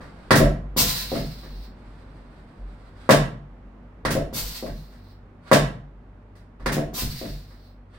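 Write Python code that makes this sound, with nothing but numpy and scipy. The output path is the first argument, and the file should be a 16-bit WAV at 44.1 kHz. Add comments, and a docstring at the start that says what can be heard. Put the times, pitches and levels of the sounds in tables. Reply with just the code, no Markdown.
"""A pneumatic drop table in a small room with soft ventilation noise and a faint hum, heard in stereo.
Three times an air cylinder cocks the padded section: a latch clacks, air spits, the section thuds on its stop,
then the cylinder vents with a hiss and its piston lands below. After the first two ventings the section crashes down.
Contacts are impulses with decaying chatter filtered by a resonant frame; air and soft rustles are coloured noise;
a deep resonance swells after heavy movements. All table sounds except that one pass through the room's response."""
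import sys
import numpy as np
from scipy import signal
from scipy.fft import rfft, irfft
from scipy.io import wavfile
from scipy.ndimage import uniform_filter1d, minimum_filter1d

SR = 44100
rng = np.random.default_rng(int(sys.argv[2]) if len(sys.argv) > 2 else 0)


def to_wav(sig):
    """Store sig (one row per channel, or 1-D mono) as 16-bit WAV at the path in sys.argv[1].

    Samples outside -1..1 are clipped; the rate is SR.
    """
    pcm = np.clip(np.atleast_2d(sig), -1, 1) * 32767
    pcm = np.round(pcm).astype(np.int16)
    wavfile.write(sys.argv[1], SR, pcm.T)  # frames by channels


N = 351918
TIME = np.arange(N) / SR
SIZE = 32768  # samples in which a contact or a room response is built

# the section is cocked: latch_s, latch_db, air_wait_s, stroke_db, boom_db
COCKINGS = [(.307, -9.5, .047, -15, -17.5), (4.051, -21, .054, -22, -32.5),
            (6.66, -21.5, .061, -23.5, -38.5)]
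# the cylinder vents: opens_s, open_duration_s, jet_db, port_db, whistle_hz
VENTINGS = [(.764, .91, -18, -29.5, 4000), (4.328, 0.82, -27.5, -40.5, 4750), (6.932, .795, -30, -40, 4620)]
# the piston lands at the bottom after each opening of the valve: start_s, level_db
PISTON_LANDINGS = [(1.118, -23), (4.626, -29.5), (7.214, -32.5)]
# the section falls on its stop: start_s, knock_db, clatter_db
SECTION_DROPS = [(3.0917, -7.5, -16.5), (5.5148, -9, -17)]
# spectrum of the latch and linkage metal: frequency_hz, relative_level_db
LATCH_COLOUR = [(50, -7), (130, -4.5), (280, 0), (430, -1.5), (800, -6.5), (1100, -4), (1900, -2.5),
                (2600, -14), (4800, -12), (7000, -24), (9000, -19), (11000, -29.5), (16000, -28.5)]
# spectrum of the section or piston meeting a stop: frequency_hz, relative_level_db
THUD_COLOUR = [(50, -0.5), (90, 1.5), (140, -5), (260, 6), (420, 2.5), (680, 3.5), (880, -15),
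               (2000, -27.5), (5000, -44), (16000, -64)]
# spectrum of the cushion meeting the frame: frequency_hz, relative_level_db
BUMP_COLOUR = [(40, -12), (85, -5.5), (125, -5.5), (190, -1.5), (280, -8), (400, -10), (800, -25),
               (2000, -41.5), (16000, -72)]


def amp(db):
    """Decibels to amplitude ratio: 20 dB is a factor of ten."""
    return 10 ** (np.asarray(db) / 20)


def unit(x):
    """Normalization to a root-mean-square amplitude of 1."""
    return x / np.sqrt(np.mean(x ** 2))


def bins(size):
    """Discrete Fourier frequencies in Hz, kept at or above 1 Hz so that logarithms exist."""
    return np.maximum(np.arange(size // 2 + 1) * SR / size, 1)


def along(points, hz):
    """Linear interpolation of a (frequency, value) table on a logarithmic frequency axis."""
    at_hz, value = np.transpose(points)
    return np.interp(np.log(hz), np.log(at_hz), value)


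def walk(rate):
    """Slow random modulation: levels drawn at a rate in Hz, joined by a moving average, rms 1."""
    hold = int(SR / rate)
    steps = np.repeat(rng.standard_normal(N // hold + 1), hold)
    return unit(uniform_filter1d(steps, hold)[:N])


def noise(colour):
    """Spectral shaping: white noise filtered to a tabulated colour, rms 1."""
    spectrum = rfft(rng.standard_normal(N))
    return unit(irfft(spectrum * amp(along(colour, bins(N))), N))


def ringing(hz, width_hz):
    """Resonance: noise in a narrow Lorentzian band, its width taken at half amplitude, rms 1."""
    detuning = (bins(N) - hz) / width_hz * 2
    return unit(irfft(rfft(rng.standard_normal(N)) / (1 + detuning ** 2), N))


def diffuse(mid, side, apart_hz=750):
    """Diffuse-field coherence: two microphones agree in the bass and are unrelated in the treble."""
    size = len(mid)
    alike = 1 / (1 + (bins(size) / apart_hz) ** 2)
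    common = rfft(mid) * np.sqrt((1 + alike) / 2)
    opposed = rfft(side) * np.sqrt((1 - alike) / 2)
    return irfft(common + np.array([[1], [-1]]) * opposed, size)


def even(x, size):
    """Spectral whitening: energy levelled over a span of bins, so that every band carries the same."""
    spectrum = rfft(x)
    local_power = uniform_filter1d(np.abs(spectrum) ** 2, size)
    return irfft(spectrum / np.sqrt(local_power + 1e-18))


def add(track, s, sound):
    """Superposition: a sound is summed into a track from a given second."""
    start = max(int(s * SR), 0)
    track[start:start + len(sound)] += sound[:N - start]


def reflections(early_db, early_s):
    """Reverberation: energy boosted early, then an exponential tail whose decay depends on frequency."""
    # reverberation time of the room, a 60 dB decay: frequency_hz, t60_s
    t60 = [(60, 1), (200, .5), (500, 0.39), (1500, 0.45), (4000, 0.34), (8000, .29), (16000, .21)]
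    t, hz = np.arange(SIZE) / SR, bins(SIZE)
    field = rfft(rng.standard_normal(SIZE))
    octaves = np.log2(np.geomspace(40, 16000, 10))
    tail = 0
    # overlapping triangular bands, each with its own decay
    for octave, share in zip(octaves, np.eye(len(octaves))):
        band = irfft(field * np.interp(np.log2(hz), octaves, share))
        tail = tail + band * np.exp(-np.log(1000) * t / along(t60, 2 ** octave))
    return even(tail * (1 + amp(early_db) * np.exp(-t / early_s)), size=60)


def room(direct_db=-5, shade_hz=1800, early_db=-6, early_s=0.045):
    """Shadowing: cushions over the mechanism dull its direct sound, so treble arrives mainly by the walls."""
    impulse = np.arange(SIZE) == 0
    direct = signal.lfilter(*signal.butter(1, shade_hz, fs=SR), impulse)
    mid = even(reflections(early_db, early_s) + amp(direct_db) * direct, size=60)
    return diffuse(mid, reflections(early_db, early_s))[:, :SIZE // 2]


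def blow(colour, db, tilt_db, chatter_s, chatter_db, frame=1):
    """Impact excitation of a resonant body: one contact and its dying chatter, filtered by the frame.

    Before the room, db is the rms if all the energy lay in a twentieth of a second; tilt_db is per octave,
    chatter_db is chatter energy against the contact, and frame multiplies the gains of the frame's peaks in dB.
    """
    # resonances of the steel frame and its side panels: centre_hz, width_hz, gain_db at frame 1
    frame_modes = [(141, 61, 9.5), (250, 110, 3.5), (523, 19, 3.5), (527, 19, 2.5), (578, 51, 3.5),
                   (653, 93, 3.5), (970, 54, 5), (1006, 40, 1), (1124, 93, 5.5), (1500, 26, -7),
                   (1665, 98, 3), (1770, 50, 2), (1948, 47, 5.5), (3000, 100, -2)]
    t, hz = np.arange(SIZE) / SR, bins(SIZE)
    chatter = unit(rng.standard_normal(SIZE) * np.exp(-t / chatter_s))
    force = chatter * amp(chatter_db) / np.sqrt(SIZE)
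    force[0] += 1
    peaks_db = sum(gain_db / (1 + (2 * (hz - centre) / width) ** 2) for centre, width, gain_db in frame_modes)
    body_db = along(colour, hz) + frame * peaks_db + tilt_db * np.log2(hz)
    cepstrum = irfft(np.log(amp(body_db)))
    # minimum phase: folding the cepstrum makes the body ring only after the contact
    body = np.exp(rfft(2 * cepstrum[:SIZE // 2], SIZE) - cepstrum[0])
    sound = irfft(rfft(even(force, size=40)) * body)[:SIZE // 2]
    return sound * amp(db) * np.sqrt(SR / 20 / np.sum(sound ** 2))


def room_tone(start_db=-45.5, ease_db_per_s=0.99):
    """Diffuse broadband noise: soft ventilation, partly coherent between microphones, that slowly fades."""
    # spectrum of the ventilation: frequency_hz, relative_level_db
    colour = [(20, -11), (45, 1), (75, -4), (105, -3), (170, -4), (255, -5.5), (330, -10.5), (600, -14),
              (1100, -18), (2000, -26.5), (3000, -35.5), (6000, -49.5), (16000, -63)]
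    return diffuse(noise(colour), noise(colour)) * amp(start_db - ease_db_per_s * TIME)


def hum(width_hz=3):
    """Narrowband noise: the ventilation's few faint tones, slightly unsteady from their finite bandwidth."""
    # tones of the ventilation: pitch_hz, level_db
    tones = [(96.9, -55.5), (242.2, -61), (597.5, -71.5)]
    return sum(amp(db) * ringing(hz, width_hz) for hz, db in tones)


def boom(wander_hz=1.4, waver_db=1.5, drop_db=-29, sink_db=-33, rest_db=-53, sag_hz=5):
    """Low-frequency resonance: heavy movements swell a deep tone, lower as it swells, that then sways on."""
    # weight shifts on the floor and the table: start_s, level_db
    weight_shifts = [(1.44, -32), (2.53, -32.5), (3.98, -33), (6.56, -30.5)]
    rest_hz, lag_s, swell_s = 48.3, 0.12, .05
    sway_db, sway_fall_db_per_s = -14, 12.5  # sway level relative to the swell
    stirs = [(s + wait_s, db) for s, _, wait_s, _, db in COCKINGS]
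    stirs += [(s, drop_db) for s, *_ in SECTION_DROPS] + list(weight_shifts)
    stirs += [(s, sink_db) for s, *_ in list(VENTINGS) + list(PISTON_LANDINGS)]
    power = amp(rest_db) ** 2
    hz = rest_hz + wander_hz * walk(24)
    for s, db in stirs:
        age = TIME - s - lag_s
        swell = np.exp(-(age / swell_s) ** 2)
        sway = (age > 0) * (1 - swell) * amp(sway_db - sway_fall_db_per_s * np.abs(age))
        power = power + (amp(db) * (swell + sway)) ** 2
        hz = hz - sag_hz * swell
    tone = np.sin(2 * np.pi * np.cumsum(hz) / SR)
    return unit(tone * amp(waver_db * walk(19))) * np.sqrt(power)


def rustles(grain_db=2.5, fade_s=0.068, rest_db=-83):
    """Amplitude-modulated noise: clothes rub unevenly, and a like rustle leads into each drop; faint in between."""
    # spectrum of the rustle: frequency_hz, relative_level_db
    rustle_colour = [(300, 4), (1500, 7.5), (2800, -3.5), (4500, -2.5), (6500, -18), (8500, -11),
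                     (11000, -25), (16000, -28.5)]
    # clothes rub, save at 2.943 s and 5.405 s, where a soft rustle leads into a drop: start_s, end_s, level_db
    spans = [(0, 0.353, -56.5), (1.72, 3.1, -61.5), (2.943, 3.133, -57), (5.405, 5.558, -47.5),
             (7.871, 8.05, -59.5)]
    rustling = sum(amp(db) * np.clip(np.minimum(TIME - start, end - TIME) / fade_s, 0, 1)
                   for start, end, db in spans)
    return noise(rustle_colour) * (rustling + amp(rest_db)) * amp(grain_db * walk(45))


def ticks(chatter_s=0.024):
    """Light metal impacts, mostly chatter: a faint metallic tail as the sound begins, then ticks of the linkage."""
    # the metallic tail at the beginning, then the linkage ticks: start_s, level_db, tilt_db_per_octave
    metal_ticks = [(.005, -41, -2), (1.430, -43.5, -2.5), (4.923, -55.5, .5), (6.353, -57, 1.5),
                   (6.597, -42, -3), (7.505, -53, -1)]
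    track = np.zeros(N)
    for s, db, tilt_db in metal_ticks:
        add(track, s, blow(LATCH_COLOUR, db, tilt_db, chatter_s, chatter_db=23.0))
    return track


def sinking(jolt_db=-7, rebound_db=-4, rattle_db=-13, cushion_db=-10):
    """Successive impacts: the valve jolts the cushion, the piston lands, section and rattle follow, cushion bounces."""
    # the loaded cushion sags onto the frame as the air leaves: start_s, level_db, tilt_db_per_octave
    sags = [(.805, -25.5, -2.5), (4.39, -38.5, -4), (7.022, -26, -4)]
    rebound_s = 0.037  # between the landing piston, the section with its rattle, and the cushion
    track = np.zeros(N)
    for s, _, jet_db, *_ in VENTINGS:
        add(track, s, blow(BUMP_COLOUR, jet_db + jolt_db, tilt_db=3.0, chatter_s=.015, chatter_db=-2.5))
    for s, db, tilt_db in sags:
        add(track, s, blow(BUMP_COLOUR, db, tilt_db, chatter_s=.015, chatter_db=-3))
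    for s, db in PISTON_LANDINGS:
        piston = blow(THUD_COLOUR, db, tilt_db=0, chatter_s=.016, chatter_db=2.5)
        section = blow(BUMP_COLOUR, db + rebound_db, tilt_db=2.56, chatter_s=0.011, chatter_db=-0.5)
        rattle = blow(LATCH_COLOUR, db + rattle_db, tilt_db=-0.8, chatter_s=0.0059, chatter_db=38.0)
        cushion = blow(BUMP_COLOUR, db + cushion_db, tilt_db=-2.5, chatter_s=0.0061, chatter_db=0)
        add(track, s, piston)
        add(track, s + rebound_s, section + rattle)
        add(track, s + 2 * rebound_s, cushion)
    return track


def venting(flutter_db=2.8, opening_s=0.011, closing_s=0.037,
            whistle_db=-11, whistle_at_s=.2, whistle_spread_s=.13):
    """Jet noise: the hiss fades with pressure and a whistle swells; the port sings over a leak until the valve shuts."""
    # spectrum of the free jet: frequency_hz, relative_level_db
    jet_colour = [(150, -12.5), (500, -5.5), (1050, -3.5), (1600, -3.5), (2900, -1), (4500, 4.5), (6000, 2),
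                  (7000, -1), (8500, -0.5), (10500, -5), (13500, 4), (16000, -1)]
    # hose and valve body ringing in the jet: centre_hz, width_hz, level_db relative to the jet noise
    hose_modes = [(496.5, 16, -23), (704, 15, -22.5), (1027, 25, -22.5), (4320, 90, -19.5)]
    # spectrum of the exhaust port: frequency_hz, relative_level_db
    port_colour = [(500, -21.5), (2000, -4.5), (3200, -6.5), (4100, 3), (5200, -1.5), (6700, -19.5),
                   (9200, -12.5), (11000, -27.5), (14000, -10.5), (16000, -8)]
    # narrow resonances of the port: centre_hz, width_hz, level_db relative to the port noise
    port_modes = [(4280, 30, -15), (4480, 40, -15.5)]
    jet_hold_s, jet_fall_db_per_s = 0.025, 74
    port_rise_s, port_sag_db_per_s = .07, 19
    port_lag_s, port_fall_db_per_s = 0.013, 98  # steeper fall once the piston has landed
    leak_db = -22.5
    jet = noise(jet_colour) + sum(amp(db) * ringing(hz, width) for hz, width, db in hose_modes)
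    port = noise(port_colour) + sum(amp(db) * ringing(hz, width) for hz, width, db in port_modes)
    track = np.zeros(N)
    for (opens, open_s, jet_db, port_db, whistle_hz), (lands, _) in zip(VENTINGS, PISTON_LANDINGS):
        age = np.maximum(TIME - opens, 0)
        landed_age = np.maximum(TIME - lands - port_lag_s, 0)
        valve = np.clip(np.minimum(age / opening_s, (open_s - age) / closing_s), 0, 1)
        pressure = amp(-jet_fall_db_per_s * np.maximum(age - jet_hold_s, 0))
        flow_db = -port_sag_db_per_s * age - port_fall_db_per_s * landed_age
        flow = np.minimum(age / port_rise_s, 1) * amp(flow_db) + amp(leak_db)
        whistle_swell = np.exp(-((age - whistle_at_s) / whistle_spread_s) ** 2)
        whistle = ringing(whistle_hz, width_hz=35) * amp(whistle_db) * whistle_swell
        track += valve * (amp(jet_db) * pressure * jet + amp(port_db) * (flow * port + whistle))
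    return track * amp(flutter_db * walk(40))


def cocking(spit_db=-5, bump_db=-3, stop_db=-2.0, settle_db=-2):
    """Impact chain: latch clacks, air spits and jolts the cushion, then piston and section thud on the top stop."""
    # spectrum of the air burst: frequency_hz, relative_level_db
    spit_colour = [(300, -9.5), (1500, 2), (3000, -2.5), (5000, -1.5), (7500, -5), (10500, -5.5),
                   (13500, -10.5), (16000, 0.5)]
    stroke_s, settle_s = .047, .014  # the piston's travel to its top stop; the section follows it
    track = np.zeros(N)
    for s, latch_db, wait_s, db, _ in COCKINGS:
        air_s = s + wait_s
        stop_s = air_s + stroke_s
        latch = blow(LATCH_COLOUR, latch_db, tilt_db=-0.7, chatter_s=.006, chatter_db=5.5, frame=1.2)
        spit = blow(spit_colour, db + spit_db, tilt_db=-0.8, chatter_s=0.013, chatter_db=13, frame=0)
        jolt = blow(BUMP_COLOUR, db + bump_db, tilt_db=2.5, chatter_s=0.013, chatter_db=3.5)
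        piston = blow(THUD_COLOUR, db + stop_db, tilt_db=-0.85, chatter_s=0.0067, chatter_db=-3)
        section = blow(THUD_COLOUR, db + settle_db, tilt_db=3.0, chatter_s=0.0043, chatter_db=-1.5)
        add(track, s, latch)
        add(track, air_s, spit + jolt)
        add(track, stop_s, piston)
        add(track, stop_s + settle_s, section)
    return track


def drops(clatter_lag_s=.015):
    """Repeated impact: the section lands with the same hard dull knock; the steel linkage clatters just after."""
    # spectrum of the section on its stop: frequency_hz, relative_level_db
    knock_colour = [(40, -25), (80, -16), (130, -3.5), (300, 0.5), (600, 3), (800, -5), (1100, -4),
                    (1900, -7.5), (2600, -20), (5000, -25.5), (9000, -30.5), (16000, -35.5)]
    # spectrum of the steel linkage: frequency_hz, relative_level_db
    clatter_colour = [(200, -14.5), (600, 9.5), (1200, -1.5), (2500, 0.5), (4500, -0.5), (7000, -7.5),
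                      (9000, -6.5), (11000, -14.5), (16000, -13)]
    knock = blow(knock_colour, 0, 0, chatter_s=.007, chatter_db=-12.5, frame=1.4)
    clatter = blow(clatter_colour, 0, 0, chatter_s=.009, chatter_db=0, frame=1.2)
    track = np.zeros(N)
    for s, knock_db, clatter_db in SECTION_DROPS:
        add(track, s, amp(knock_db) * knock)
        add(track, s + clatter_lag_s, amp(clatter_db) * clatter)
    return track


def scene():
    """Convolution: contacts, air and rustles share one room response; boom, hum and room tone are added outside it."""
    table = rustles() + ticks() + sinking() + venting() + cocking() + drops()
    in_room = signal.fftconvolve(table[None], room(), axes=1)[:, :N]
    return room_tone() + hum() + boom() + in_room


def record(dry):
    """Transduction: ports colour each side, a look-ahead limiter holds the peaks, and a low-pass cuts the top."""
    # colour difference of the two microphone ports: frequency_hz, left_minus_right_db
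    port_difference = [(300, -0.15), (700, -0.1), (1300, -4), (2400, -3.5), (4400, -1), (8100, 2.5),
                       (15000, 1.5)]
    top_hz = 15800
    half_db = np.array([[.5], [-.5]]) * along(port_difference, bins(N))
    sound = irfft(rfft(dry) * amp(half_db), N)
    gain = np.minimum(1, 1 / (np.abs(sound).max(axis=0) + 1e-9))
    # the same gain on both sides, lowered ahead of each peak and smoothed
    gain = uniform_filter1d(minimum_filter1d(gain, size=301), size=301)
    low_pass = signal.ellip(10, .2, 80, top_hz, fs=SR, output="sos")
    return signal.sosfilt(low_pass, sound * gain)


dry = scene()
out = record(dry)
to_wav(out)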